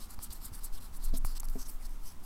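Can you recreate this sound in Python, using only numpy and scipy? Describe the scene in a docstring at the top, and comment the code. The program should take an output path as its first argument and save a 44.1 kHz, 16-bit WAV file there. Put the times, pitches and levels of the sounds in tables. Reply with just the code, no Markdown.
"""Fingertips rub back and forth over the frosted glass back of a hand-held phone, in a quiet room.
Skin catches and slips on the glass thousands of times a second, making a fine hiss that flares into
bright swishes. Finger pads land with low thuds, a nail ticks on the glass, and two soft knocks make
the phone ring briefly. Underneath, the nearby microphone sways with a deep wobble."""
import sys
import numpy as np
from scipy import signal
from scipy.fft import rfft, irfft
from scipy.io import wavfile

SR = 44100
rng = np.random.default_rng(int(sys.argv[2]) if len(sys.argv) > 2 else 0)


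def generate_wav(signal):
    """Clip the signal to [-1, 1] and save it as 16-bit WAV at the path in sys.argv[1]."""
    frames = np.transpose(np.atleast_2d(signal))
    scaled = np.clip(frames, -1, 1) * 32767
    pcm = np.round(scaled).astype(np.int16)
    wavfile.write(sys.argv[1], SR, pcm)


N = 99225
TIME = np.arange(N) / SR
FREQS = np.fft.rfftfreq(N, 1 / SR)

# Finger strokes. Each row: start, time speeding up and time slowing down in seconds, first and last
# speed from 0 to 1, hiss level in dB, level in dB and pitch in Hz of the hollow under the finger,
# strength of the echo off the hand from 0 to 1.
STROKES = [ (0, 0.0095, .068, 0.7, 0.3, -52.5, -58, 4260, .1),
           (.084, 0.034, 0.031, 0.2, 1, -54, -65, 4400, 0),
           (.192, 0.064, 0.029, 0.47, 0, -55.5, -58, 4550, .1),
           (.299, 0.013, 0.022, .05, 0.3, -53.5, -52, 4450, 0),
           (.305, 0.048, .048, 0.35, 0, -53.5, -65, 4440, 0.15),
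           (.397, 0.059, 0.046, 0.2, 0.04, -50.5, -58, 4360, 0.22),
           (.520, 0.025, 0.027, 0, 0.2, -50.5, -60, 4270, 0.25),
           (.562, 0.025, 0.018, 0.5, .12, -54.5, -67, 4330, 0.04),
           (.606, 0.054, 0.038, 0.5, 0, -55.5, -59.5, 4240, 0.2),
           (.716, 0.029, .048, 0, 0.1, -54, -59.5, 4570, 0.12),
           (.770, 0.012, 0.012, .1, 0, -53, -56, 3670, 0.04),
           (.802, 0.035, 0.065, 0.7, 0.1, -56, -63, 4350, .1),
           (.918, 0.033, 0.024, 0.04, 0.6, -56, -68, 4400, 0),
           (.996, 0.069, 0.044, 0.35, 0.45, -54.5, -58.5, 4450, 0.06),
           (1.136, 0.011, 0.034, .25, 0.3, -52, -49, 4700, 0),
           (1.249, 0.033, .066, 1, 0.44, -54, -57, 5000, 0),
           (1.344, .028, .009, 0, 1, -50, -50, 4960, 0.23),
           (1.398, 0.0016, 0.006, .9, 0.6, -44, -42, 7300, 0.43),
           (1.433, 0.02, 0.0043, 0.3, 1, -48.5, -72, 5000, .3),
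           (1.485, 0.0021, .002, 1, 0.2, -46.5, -51.5, 5000, 0.3),
           (1.494, .003, 0.024, 0.8, 0.4, -55, -55, 13200, 0.1),
           (1.508, 0.032, 0.039, 0.2, 0.7, -58, -74, 13000, 0),
           (1.572, 0.037, 0.041, 0.14, .15, -50.5, -52.5, 5900, 0.2),
           (1.646, 0.019, 0.016, 0.2, 0, -55.5, -54, 5700, 0),
           (1.658, 0.041, 0.0088, .1, .5, -52, -49, 11100, 0.4),
           (1.705, .006, 0.067, 1, 0.3, -58.5, -58.5, 13700, 0.1),
           (1.792, 0.027, 0.025, 0.1, .2, -60, -64, 2400, 0),
           (1.822, .038, 0.016, 0.4, .1, -54, -58, 5230, 0.1),
           (1.882, 0.013, 0.073, 0.2, 0.8, -64, -73, 5250, 0.4),
           (2.005, .070, 0.088, 0, 0, -55.5, -64, 4800, 0.7),
           (2.055, 0.021, 0.041, 0.4, 0.2, -62, -57, 5750, 0.04),
           (2.220, 0.044, .030, 0, .5, -54, -80, 5000, .2), ]
# Tone of skin rubbing on glass. Each row: frequency in Hz, relative level in dB.
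HISS_TONE = [(100, 1), (500, -10.5), (1100, 8.5), (2300, -5.5), (3300, -11), (4300, 0.5), (7000, -0.5),
             (8000, 5), (9200, 4), (11000, 5), (13000, 5.2), (14800, 2.5), (15800, -11)]
# How strongly the microphone sways. Each row: time in seconds, level in dB.
WOBBLE_LEVELS = [(0, -50), (1.0, -38), (1.08, -24), (1.2, -26.5), (1.33, -31.5), (1.42, -35.5), (1.5, -27),
                 (1.61, -40.5), (1.82, -35.5), (2.0, -40), (2.25, -61.5)]
# Tone of the handling rumble. Each row: frequency in Hz, relative level in dB.
RUMBLE_TONE = [(2, 1), (5, 8), (10, -3), (25, -7), (45, -18.5), (70, -22.5), (110, -32), (200, -56)]
# Tone of the room's air. Each row: frequency in Hz, relative level in dB.
AIR_TONE = [(100, 0), (160, -2), (230, -1), (320, -6), (420, -10), (560, -12), (900, -6.5), (1300, -10),
            (1700, -16.5), (2500, -21), (4500, -23.5), (9000, -23.5), (15500, -28)]
# Finger pads landing or turning. 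Each row: start in seconds, level in dB, pitch in Hz.
PAD_THUDS = [(0.08, -39.5, 54), (0.184, -34, 61), (.298, -32, 49), (0.518, -34.5, 79.6), (.795, -42.5, 84),
             (0.913, -38, 66), (1.130, -25, 53.3), (1.245, -26.5, 70)]
# Bright flares of the hiss. Each row: peak time, rise time and fall time in seconds, level in dB.
FLARES = [(.108, 0.0059, 0.0037, -50.5), (.238, 0.011, 0.011, -42), (.331, 0.0065, 0.0057, -44),
          (0.455, 0.007, 0.0082, -42.5), (.551, 0.0049, .007, -50.5), (0.651, 0.011, 0.008, -40),
          (.849, .006, .006, -55), (0.968, 0.0079, 0.0088, -52), (1.048, .007, 0.0085, -42.5),
          (1.180, 0.0098, 0.0038, -42), (1.251, 0.002, 0.013, -44.5), (1.270, 0.0041, .003, -49),
          (1.403, 0.00099, 0.0016, -38)]
# Tone of those flares. Each row: frequency in Hz, relative level in dB.
SWISH_TONE = [(500, -58), (3000, -43), (5500, -12.5), (7200, -5), (7900, 0.5), (9100, 0.5), (10300, 2),
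              (11500, -3), (12700, 1), (14200, -5.5), (15500, -9)]
# The nail hitting the glass. Each row: start in seconds, level in dB, extra dB for the crack alone.
NAIL_HITS = [(.1908, -33.5, -3), (1.1368, -45, -2), (1.2484, -24.5, 1.5), (1.4321, -32.5, -4),
             (1.5562, -47, 1)]
# Notes that a nail hit rings. Each row: pitch in Hz, relative level in dB, seconds to fade by 60 dB.
NAIL_NOTES = [(790, -3.5, 0.0067), (1190, -3, 0.0065), (2370, -16, 0.0084)]
# Tone of the nail's crack. Each row: frequency in Hz, boost or cut in dB.
CRACK_TONE = [(200, -28), (1500, -22), (3200, -17), (4500, 4.5), (8000, -4.5), (12500, 1), (15500, -8)]
# Soft knocks. Each row: start in seconds, level in dB, place along the phone from 0 to 1.
BODY_HITS = [(1.1376, -36, .305), (1.5562, -37.5, 0.21)]
# Notes of the knocked phone. Each row: pitch in Hz, relative level in dB, seconds to fade by 60 dB.
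BODY_NOTES = [(213, 0.5, 0.093), (257.5, -1, 0.17), (403, 0, 0.068), (664, -5.5, 0.093)]


def amp(db):
    """Turns decibels into a number to multiply by."""
    return 10 ** (np.asarray(db) / 20)


def unit(x):
    """Scales x to an average (rms) size of 1."""
    return x / np.sqrt(np.mean(x ** 2) + 1e-20)


def spectrum(tone):
    """Joins the rows of a tone table into a gain for every frequency."""
    hz, db = np.transpose(tone)
    return amp(np.interp(np.log(FREQS + 1), np.log(hz + 1), db))


def resonance(hz, width_hz):
    """Gains that favour one pitch and fall away on both sides."""
    return 1 / (1 + ((FREQS - hz) / (width_hz / 2)) ** 2)


def colour(x, gain):
    """Filters x, then scales it to an average size of 1."""
    return unit(irfft(rfft(x) * gain, N))


def noise(gain):
    """Noise with the given tone and an average size of 1."""
    return colour(rng.standard_normal(N), gain)


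def drift(rate_hz):
    """A smooth random wander; a higher rate moves faster."""
    return noise(np.exp(-(FREQS / rate_hz) ** 2))


def ring(start, hz, fade_s):
    """One struck note that dies away by 60 dB in fade_s seconds."""
    age = np.maximum(TIME - start, 0)
    return np.sin(2 * np.pi * hz * age) * amp(-60 * age / fade_s)


def friction(slips_per_s=5500, graininess=1, flutter_db=1.1):
    """Skin catches on the frosted glass in countless tiny slips, under a fluttering pressure."""
    slips = (rng.random(N) < slips_per_s / SR) * rng.choice([-1, 1], N)
    sizes = amp(-np.minimum(rng.exponential(1, N), 5))
    grainy = np.sqrt(graininess) * unit(slips * sizes)
    smooth = np.sqrt(1 - graininess) * rng.standard_normal(N)  # silent at full graininess
    pressure = amp(flutter_db * drift(rate_hz=98))
    return (grainy + smooth) * pressure


def touch_ripple(depth_db=2.5, spacing_hz=452):
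    """The finger lies differently at each touch, giving the tone small random peaks and dips."""
    points_hz = np.arange(100) * spacing_hz
    return amp(depth_db * np.interp(FREQS, points_hz, rng.standard_normal(len(points_hz))))


def rubs(contact_s=0.001, echo_spacing_hz=2716):
    """Strokes speed up and slow; their hiss rings the hollow under the finger and echoes off the hand."""
    out = np.zeros(N)
    hiss_tone = spectrum(HISS_TONE)
    textures = [rfft(unit(friction())) for _ in range(3)]
    for k, (start, rise, fall, first, last, hiss_db, hollow_db, hollow_hz, echo) in enumerate(STROKES):
        fastest, end = start + rise, start + rise + fall
        arch = np.sin(np.pi / 2 * np.interp(TIME, [start, fastest, end], [0, 1, 0]))
        edge_speed = np.where(TIME < fastest, first, last)
        speed = edge_speed + (1 - edge_speed) * arch
        contact = np.clip(np.minimum(TIME - start, end - TIME) / contact_s + .5, 0, 1)
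        # So short an echo is heard as evenly spaced peaks in the tone.
        peaks = touch_ripple() * abs(1 + echo * np.exp(2j * np.pi * FREQS / echo_spacing_hz))
        hiss = amp(hiss_db) * unit(hiss_tone * peaks)
        hollow = amp(hollow_db) * unit(resonance(hollow_hz, width_hz=hollow_hz / 2.67) * peaks)
        stroke = irfft(textures[k % len(textures)] * np.hypot(hiss, hollow), N)
        out += contact * speed ** 1.45 * stroke  # faster is louder
    return out


def microphone_wobble(sway_hz=21.28, pitch_wander=0.0597, rumble_db=-38.5):
    """The microphone sways on its mount, over a low handling rumble."""
    cycles = np.cumsum(sway_hz * (1 + pitch_wander * drift(rate_hz=4.37))) / SR
    level = amp(np.interp(TIME, *np.transpose(WOBBLE_LEVELS)))
    sway = level * unit(np.sin(2 * np.pi * cycles))
    return sway + amp(rumble_db) * noise(spectrum(RUMBLE_TONE))


def room_air(air_db=-59.5, drone_db=-65, low_edge_hz=90):
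    """Quiet air, with a faint drone from a broad, low resonance of the room."""
    bass_cut = np.minimum(FREQS / low_edge_hz, 1) ** 2
    air = noise(spectrum(AIR_TONE) * bass_cut)
    drone = noise(resonance(hz=233, width_hz=136))
    return amp(air_db) * air + amp(drone_db) * drone


def finger_thuds():
    """Soft finger pads give a low push that dies away quickly."""
    return sum(amp(db) * ring(start, hz, fade_s=0.052) for start, db, hz in PAD_THUDS)


def swishes(steepness=2.4):
    """Where the finger runs fastest, the friction flares into a brighter hiss."""
    level = np.zeros(N)
    for peak, rise, fall, db in FLARES:
        distance = abs(TIME - peak) / np.where(TIME < peak, rise, fall)
        level += amp(db) * np.exp(-.5 * distance ** steepness)
    return level * colour(friction(), spectrum(SWISH_TONE))


def nail_ticks(crack_s=0.00023, low_cut_hz=428):
    """A nail lands on the glass: a tiny bright crack and a dull, short ring."""
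    cracks, rings = np.zeros(N), np.zeros(N)
    for start, db, crack_db in NAIL_HITS:
        snap = (TIME >= start) * np.exp(-abs(TIME - start) / crack_s)
        burst = snap * rng.standard_normal(N)
        burst *= np.linalg.norm(snap) / np.linalg.norm(burst)  # chance does not change its energy
        cracks += amp(db + crack_db) * burst
        for k, (hz, note_db, fade_s) in enumerate(NAIL_NOTES):
            rings += (-1) ** k * amp(db + note_db) * ring(start, hz, fade_s)  # every second note flips
    bright_cracks = irfft(rfft(cracks) * spectrum(CRACK_TONE), N)
    bass_cut = signal.butter(2, low_cut_hz, "high", fs=SR, output="sos")
    return bright_cracks - signal.sosfilt(bass_cut, rings)


def knocks():
    """Soft blows ring the phone's low notes; where a blow lands sets their mix."""
    out = np.zeros(N)
    for start, db, place in BODY_HITS:
        for k, (hz, note_db, fade_s) in enumerate(BODY_NOTES, 1):
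            share = np.sin(np.pi * k * place)
            out += share * amp(db + note_db) * ring(start, hz, fade_s)
    return out


def scene():
    """Adds all the sounds into one channel, close and dry."""
    fingers = rubs() + swishes() + nail_ticks() + knocks() + finger_thuds()
    return (fingers + microphone_wobble() + room_air())[None]


def record(dry, cut_hz=16000):
    """Takes away the very highest treble."""
    treble_cut = signal.firwin(401, cut_hz, window=("kaiser", 9), fs=SR)
    return signal.oaconvolve(dry, treble_cut[None], "same")


dry = scene()
out = record(dry)
generate_wav(out)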